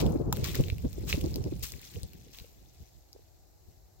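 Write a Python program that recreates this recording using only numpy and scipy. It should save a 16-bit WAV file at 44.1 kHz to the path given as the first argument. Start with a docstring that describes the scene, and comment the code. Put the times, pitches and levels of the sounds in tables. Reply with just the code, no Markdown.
"""Footsteps on dry leaves and gravel at the edge of a wood slow down and stop.
Each footfall breaks many leaves at once: the tiny impulses sum to a crunch and a fading crackle.
Twigs and stiff leaves snap singly as damped resonators; ground and trunks scatter a faint tail.
Turbulent air buffets the carried microphone and handling bumps it, until the airflow dies down
to a faint outdoor hiss."""
import sys
import numpy as np
from scipy import signal
from scipy.fft import rfft, irfft
from scipy.io import wavfile
from scipy.ndimage import uniform_filter1d

SR = 44100
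rng = np.random.default_rng(int(sys.argv[2]) if len(sys.argv) > 2 else 0)


def to_wav(s):
    """Save 16-bit WAV."""
    ch = np.atleast_2d(s).T  # columns
    pcm = np.round(np.clip(ch, -1, 1) * 32767)  # PCM
    wavfile.write(sys.argv[1], SR, pcm.astype(np.int16))


N = 176400
T = np.arange(N) / SR

# Footfalls. Each row: start in seconds, crunch level in dB, rise in seconds, seconds to fall 20 dB,
# crackle level in dB, tilt in dB (added to the treble, taken from the rest).
FOOTFALLS = [(0.0, -33, 0.00334, 0.0281, -53.5, -4.5), (0.344, -49.5, 0.0107, 0.35, -63, -2),
             (0.433, -38, 0.0123, 0.1465, -56.5, -2), (0.543, -44.5, 0.0083, 0.0707, -56, -5.5),
             (0.811, -60, 0.0136, 0.01, -82, 5.5), (1.066, -34.5, 0.0298, 0.1049, -47.5, -0.5),
             (1.624, -36, 0.00507, 0.0858, -51.5, 3.5), (1.8, -54, 0.053, 0.0831, -59.5, 2.5),
             (2.326, -51.5, 0.0103, 0.2462, -70.5, 2.5)]
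# Spectra of crushed leaves and of their lighter rustle. Each row: frequency in Hz, gain in dB.
CRUNCH_SPECTRUM = [(500, -10), (900, -4.5), (1220, -5), (1750, -8), (2600, -1.5), (3500, -2.5),
                   (4500, -2.5), (7500, -6), (8800, -10.5), (10500, -17), (12300, -8), (16000, -2.5)]
RUSTLE_SPECTRUM = [(700, -12.5), (1200, -11.5), (1700, -8), (2500, -3), (3500, -2), (5000, -1),
                   (7300, -3.5), (8800, -9.5), (10500, -14.5), (12300, -7.5), (16000, -2)]
# Leaves stirring under the shoes. Each row: time in seconds, level in dB.
STIR_LEVELS = [(0, -49), (.28, -70.5), (.38, -58.5), (.68, -52), (.76, -60), (1.0, -57), (1.3, -53),
               (1.41, -59), (1.95, -54.5), (2.1, -62.5), (2.3, -62.5), (2.52, -71), (2.83, -64.5),
               (3.05, -73), (3.18, -71), (3.6, -77.5), (3.71, -70), (3.78, -76)]

# Airflow over the microphone. Each row: time in seconds, rumble level in dB, flutter level in dB.
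AIRFLOW = [(0, -31, -30), (.11, -33.5, -30), (.22, -36, -47), (.38, -39.5, -41), (.52, -35.5, -41.5),
           (.7, -35.5, -44), (.8, -38, -57.5), (.92, -43.5, -59), (1.0, -35.5, -44.5), (1.1, -39.5, -45.5),
           (1.3, -33, -45), (1.42, -41, -47.5), (1.56, -37.5, -49.5), (1.72, -51.5, -59),
           (1.85, -61.5, -61.5), (2.2, -52.5, -60.5), (2.35, -68.5, -65), (2.6, -59, -68),
           (3.1, -73.5, -92), (4.0, -62.5, -81)]
# Puffs of air. Each row: peak time in seconds, half width in seconds, rumble level in dB,
# flutter level in dB, left minus right in dB.
AIR_PUFFS = [(.065, 0.0182, -23, -31, -2), (0.21, 0.0118, -55.5, -31, 10), (0.284, 0.0174, -30, -31, 4),
             (0.335, 0.0146, -30, -41, -6), (0.391, 0.0113, -31, -38.5, 0.5),
             (0.43, 0.0067, -26.5, -37.5, -0.5), (0.604, 0.00932, -19, -25, 2),
             (0.73, 0.00564, -26.5, -42.5, -5), (0.857, 0.01277, -26, -33, 1),
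             (1.071, 0.0125, -38.5, -45, 5.5), (1.143, 0.0092, -24.5, -34, -3),
             (1.247, 0.0154, -29.5, -32, -1), (1.364, 0.0082, -37.5, -35, 4.5),
             (1.408, 0.0098, -30, -38.5, -2), (1.468, 0.0111, -32.5, -33.5, 1),
             (1.637, 0.00616, -35.5, -58, 5.5), (1.753, 0.0192, -43, -54, 7),
             (1.972, 0.0148, -35.5, -44.5, 0.5), (2.041, 0.01155, -33.5, -47, 1),
             (2.153, 0.0069, -47.5, -61.5, -2), (2.416, 0.0081, -44, -56, 2.5),
             (2.818, 0.0149, -45, -60.5, 1), (2.97, 0.0113, -53, -76.5, -7), (3.69, 0.0118, -52, -64, 5.5)]
# The rush of the fastest airflow. Each row: time in seconds, level in dB.
RUSH_LEVELS = [(0, -39), (.1, -44), (.2, -51.5), (.28, -48.5), (.36, -56), (.6, -60.5), (.75, -73),
               (1.45, -60.5), (1.75, -86.5)]
# Spectra of the air noises. Each row: frequency in Hz, relative spectral density in dB.
RUMBLE_SPECTRUM = [(15, -24), (30, -15.5), (45, -4.5), (60, 2), (100, -3), (160, -7.5), (230, -20.5),
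                   (400, -44), (800, -82)]
FLUTTER_SPECTRUM = [(60, -34), (130, 1.5), (200, 0), (330, -1.5), (450, -3), (620, -14.5), (850, -27),
                    (1300, -39.5), (2000, -57.5), (4000, -86)]
RUSH_SPECTRUM = [(200, -13), (500, 5), (900, -3), (1300, -13), (2000, -32.5), (4000, -64)]
HISS_SPECTRUM = [(20, -8), (50, 13), (95, 10), (150, -5), (230, -12), (350, -2), (480, -10), (780, -6),
                 (1050, -19.5), (2000, -23.5), (3300, -33), (3900, -20), (7500, -18), (9000, -32),
                 (10800, -25), (12500, -18.5), (16000, -24)]

# Twigs and stiff leaves snapping. Each row: start in seconds, lower mode's level in dB and frequency
# in Hz, upper mode's level in dB and frequency in Hz, splinter level in dB.
TWIG_SNAPS = [(0.064, -30.5, 3300, -34.5, 5200, -35), (0.3257, -20.5, 950, -23.5, 1238, -21),
              (0.3269, -27, 2773, -23, 3980, -14), (0.3636, -38, 4500, -43.5, 7000, -30),
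              (0.3695, -40, 1580, -35, 3290, -25), (0.4428, -17, 4800, -26, 6500, -23),
              (0.486, -36.5, 2110, -26, 3400, -25.5), (0.4938, -43.5, 2280, -28, 3470, -40),
              (0.517, -44.5, 4200, -38, 7500, -26.5), (0.5467, -28.5, 1910, -34, 4000, -25),
              (0.5539, -45, 2370, -22.5, 4700, -15.5), (0.6093, -36, 2920, -42.5, 5000, -25.5),
              (0.6382, -27.5, 2900, -29, 4090, -46.5), (0.684, -36, 2310, -30.5, 3940, -40.5),
              (0.7005, -25, 2490, -26.5, 3950, -40), (0.7829, -39, 2710, -42.5, 4180, -36.5),
              (0.93, -40.5, 4230, -46, 6500, -31), (1.1278, -11.5, 2584, -16, 3780, -25),
              (1.138, -29.5, 4000, -40.5, 7000, -29.5), (1.212, -34, 2960, -42, 4900, -26),
              (1.2605, -29.5, 4640, -28.5, 6070, -35), (1.342, -24.5, 5000, -47.5, 7000, -46.5),
              (1.3586, -34.5, 3030, -24.5, 4720, -23), (1.4404, -41.5, 2754, -30, 5650, -40.5),
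              (1.595, -45.5, 5430, -50.5, 7000, -39), (1.6373, -29, 3166, -25, 4870, -22),
              (1.7204, -50, 2900, -26.5, 7560, -25), (1.7376, -37, 2343, -41, 7100, -48.5),
              (1.8158, -54.5, 2900, -46, 7000, -33), (1.959, -36, 2950, -46.5, 4300, -40.5),
              (2.0322, -30, 4340, -27.5, 8480, -34), (2.134, -46.5, 2564, -46.5, 4740, -38),
              (2.3865, -36.5, 2710, -31, 3940, -36.5), (2.3994, -38, 3060, -34.5, 4180, -40.5),
              (3.1299, -35.5, 5160, -46, 7700, -37.5)]
# Spectrum of tearing fibres. Each row: frequency in Hz, gain in dB.
SPLINTER_SPECTRUM = [(300, -8), (1200, -11.5), (1800, -23.5), (3000, -7), (7000, -4.5), (10000, -13),
                     (13000, -1), (14700, -3.5), (16000, -2)]
# Bumps from handling. Each row: start in seconds, level in dB, frequency in Hz.
HANDLING_BUMPS = [(0.1544, -19.5, 289.3), (0.845, -21.5, 254.6), (.979, -30, 356.3), (1.035, -34.5, 336),
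                  (1.174, -25, 291.5), (1.239, -27, 308.4), (1.267, -27, 352.4), (1.38, -30, 389.5),
                  (1.46, -28, 362.3), (1.521, -27, 325.2), (2.443, -46, 478.5), (3.149, -50, 383),
                  (3.16, -44.5, 457), (3.19, -53.5, 427)]


def from_db(db):
    """Amplitude ratio of a level in decibels."""
    return 10 ** (np.asarray(db) / 20)


def unit_rms(x):
    """Normalise to a mean power of 1."""
    return x / np.sqrt(np.mean(x ** 2) + 1e-20)


def pan(db):
    """Channel gains for a level difference, left minus right."""
    return from_db(np.array([[db], [-db]]) / 2)


def colour(x, spectrum):
    """Minimum-phase filter through (Hz, dB) points: folding the cepstrum makes it causal."""
    size = 4096
    hz, db = np.transpose(spectrum)
    bin_hz = np.arange(size + 1) * SR / (2 * size)
    gain_db = np.interp(np.log(bin_hz + 1), np.log(hz), db)
    cepstrum = irfft(np.log(from_db(gain_db)))
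    cepstrum[1:size] *= 2
    cepstrum[size + 1:] = 0
    response = irfft(np.exp(rfft(cepstrum)))[None, :size]
    return signal.oaconvolve(x, response, axes=1)[:, :N]


def stereo_noise(spectrum, correlation):
    """Coloured noise of rms 1; the balance of mid and side sets the channels' correlation."""
    mid, side = colour(rng.standard_normal((2, N)), spectrum)
    return unit_rms(np.sqrt(1 + correlation) * mid + np.sqrt(1 - correlation) * side * [[1], [-1]])


def evened(x, span_s):
    """Dividing by the running rms holds the short-term level at 1."""
    power = uniform_filter1d(np.mean(x ** 2, axis=0), int(span_s * SR))
    return x / np.sqrt(np.abs(power) + 1e-9)


def at_ports(direct, scattered, lag_ms=0.08526, share=0.799):
    """Path difference: ground sound reaches the left port late; its scattered part is in antiphase."""
    delay = np.sinc(np.arange(16) - lag_ms * SR / 1000)
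    left = np.convolve(direct + share * scattered, delay)[:N]
    right = direct - share * scattered
    return np.array([left, right]) / np.sqrt(1 + share ** 2)


def leaf_fractures(per_s, spectrum, spread_db, q, patch_db=3.0, patch_s=0.014):
    """Shot noise of rms 1: random fractures of uneven size excite resonators of quality factor q."""
    pitches = np.geomspace(1000, 15000, 16)
    count = int(per_s * N / SR / len(pitches))
    rings = np.zeros((2, N))
    for hz in pitches:
        when, size, sign, bearing = rng.random((5000, 4))[:count].T
        strength = from_db(spread_db * np.minimum(-np.log(1 - size), 3.2)) * np.sign(sign - .5)
        # Different leaves take turns, so each pitch waxes and wanes.
        patches = rng.standard_normal(600)
        strength *= from_db(patch_db * np.interp(when * N / SR / patch_s, np.arange(600), patches))
        clicks = np.full((2, N), 1e-18)
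        clicks[:, (when * N).astype(int)] = strength, strength * np.sqrt(2) * np.cos(np.pi * bearing)
        radius = np.exp(-np.pi * hz / q / SR)
        feedback = [1, -2 * radius * np.cos(2 * np.pi * hz / SR), radius ** 2]
        rings += np.sqrt(hz * (1 - radius ** 2)) * signal.lfilter([1, 0, -1], feedback, clicks)
    low_cut = signal.butter(2, 730, "high", fs=SR, output="sos")
    direct, scattered = signal.sosfilt(low_cut, colour(rings, spectrum))
    return unit_rms(at_ports(direct, scattered))


def footsteps(settle_s=0.2766):
    """Dense fractures merge into a crunch under load; sparse ones crackle on. Both decay exponentially."""
    crunch = evened(leaf_fractures(7500, CRUNCH_SPECTRUM, spread_db=4.0, q=2.22), span_s=0.0193)
    crackle = evened(leaf_fractures(450, RUSTLE_SPECTRUM, spread_db=6.0, q=9.2), span_s=0.09)
    treble = signal.sosfilt(signal.butter(1, 6000, "high", fs=SR, output="sos"), crunch)
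    low_gain, treble_gain, crackle_gain = np.zeros((3, N))
    for start, crunch_db, rise_s, fall_s, crackle_db, tilt_db in FOOTFALLS:
        swell = np.clip((T - start) / rise_s, 0, 1)
        since_peak = np.maximum(T - start - rise_s, 0)
        press = swell ** 1.13 * from_db(crunch_db - 20 * since_peak / fall_s)
        low_gain += press * from_db(-tilt_db)
        treble_gain += press * from_db(tilt_db)
        crackle_gain += swell * from_db(crackle_db - 20 * since_peak / settle_s)
    return low_gain * (crunch - treble) + treble_gain * treble + crackle_gain * crackle


def stirring_leaves():
    """Leaves shift and spring back; their many small impulses superpose into a soft rustle."""
    rustle = evened(leaf_fractures(6000, RUSTLE_SPECTRUM, spread_db=3.5, q=7.44), span_s=0.0553)
    return from_db(np.interp(T, *np.transpose(STIR_LEVELS))) * rustle


def woodland_scatter(x, level_db=-11.5, t60_s=0.094):
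    """Diffuse reflection from ground and trunks: convolution with exponentially decaying noise."""
    t = T[:SR // 2]
    tail = rng.standard_normal((2, len(t))) * from_db(-60 * t / t60_s)
    tail /= np.sqrt(np.sum(tail ** 2, axis=1, keepdims=True))
    return from_db(level_db) * signal.fftconvolve(x, tail, axes=1)[:, :N]


def eddies(depth_db=4, length_s=0.0096):
    """Turbulence modulates amplitude in random lumps: a gain of rms 1."""
    lumps = rng.standard_normal(4000)
    return unit_rms(from_db(depth_db * np.interp(T / length_s, np.arange(len(lumps)), lumps)))


def wind():
    """Turbulent pressure at the ports makes rumble and flutter; airflow and puffs add in power."""
    times, rumble_db, flutter_db = np.transpose(AIRFLOW)
    rumble_power = (from_db(np.interp(T, times, rumble_db)) * pan(-2)) ** 2
    flutter_power = (from_db(np.interp(T, times, flutter_db)) * pan(3) * eddies()) ** 2
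    for peak_s, width_s, puff_rumble_db, puff_flutter_db, side_db in AIR_PUFFS:
        near = slice(*np.searchsorted(T, [peak_s - 4 * width_s, peak_s + 4 * width_s]))
        swell = pan(side_db) ** 2 * np.exp(-((T[near] - peak_s) / width_s) ** 2)
        rumble_power[:, near] += from_db(puff_rumble_db) ** 2 * swell
        flutter_power[:, near] += from_db(puff_flutter_db) ** 2 * swell
    rumble = evened(stereo_noise(RUMBLE_SPECTRUM, correlation=0.24), span_s=0.03)
    flutter = evened(stereo_noise(FLUTTER_SPECTRUM, correlation=0.015), span_s=0.017)
    return np.sqrt(rumble_power) * rumble + np.sqrt(flutter_power) * flutter


def air_rush():
    """Faster flow gives brighter turbulence as the microphone swings; it ends once the walk slows."""
    level_db = np.interp(T, *np.transpose(RUSH_LEVELS), right=-np.inf)
    return from_db(level_db) * stereo_noise(RUSH_SPECTRUM, correlation=0.015) * pan(8.0)


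def outdoor_hiss(level_db=-59.5):
    """Faint stationary noise, almost uncorrelated between the channels."""
    return from_db(level_db) * stereo_noise(HISS_SPECTRUM, correlation=0.1) * pan(1.5)


def damped_envelope(cycles, peak_cycles):
    """A heavily damped vibration swells to 1 at peak_cycles and dies within a few cycles more."""
    u = cycles / peak_cycles
    return u ** 2 * np.exp(2 * (1 - u))


def twig_snaps(splinter_decay_s=0.00094):
    """Brittle fracture excites two damped modes, while tearing fibres add a burst of noise."""
    t = T[:SR // 40]
    tearing = np.exp(-t / splinter_decay_s)
    rings, splinters = np.zeros(N + SR), np.zeros((2, N + SR))
    for start, low_db, low_hz, high_db, high_hz, splinter_db in TWIG_SNAPS:
        i = int(start * SR)
        for db, hz in (low_db, low_hz), (high_db, high_hz):
            envelope = from_db(db) * damped_envelope(hz * t, peak_cycles=1.52)
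            rings[i:i + len(t)] += envelope * np.sin(2 * np.pi * hz * t)
        splinters[:, i:i + len(t)] += from_db(splinter_db) * rng.standard_normal((2, len(t))) * tearing
    direct, scattered = colour(splinters, SPLINTER_SPECTRUM)
    return at_ports(rings[:N] + direct, scattered)


def handling_bumps(grain_gain=0.253):
    """Each bump excites one dull, damped, slightly grainy mode, in quadrature at the two ports."""
    bumps, t = np.zeros((2, N)), T[:SR // 10]
    for start, db, hz in HANDLING_BUMPS:
        i = int(start * SR)
        phase = 2 * np.pi * hz * t
        band = signal.butter(2, [hz / 2, hz * 1.284], "band", fs=SR, output="sos")
        grain = unit_rms(signal.sosfilt(band, rng.standard_normal((2, len(t)))))
        body = np.array([np.cos(phase), np.sin(phase)]) + grain_gain * grain
        bumps[:, i:i + len(t)] += from_db(db) * damped_envelope(hz * t, peak_cycles=1.354) * body
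    return bumps * pan(0.5)


def scene():
    """Superposition of the ground sounds, their reflections, the noise at the microphone and the hiss."""
    ground = (footsteps() + stirring_leaves() + twig_snaps()) * pan(2.5)
    hiss = outdoor_hiss()
    return ground + woodland_scatter(ground) + wind() + air_rush() + handling_bumps() + hiss


def record(dry):
    """Band limiting: an elliptic low-pass cuts steeply above 16 kHz."""
    return signal.sosfilt(signal.ellip(12, .2, 80, 16000, fs=SR, output="sos"), dry)


dry = scene()
out = record(dry)
to_wav(out)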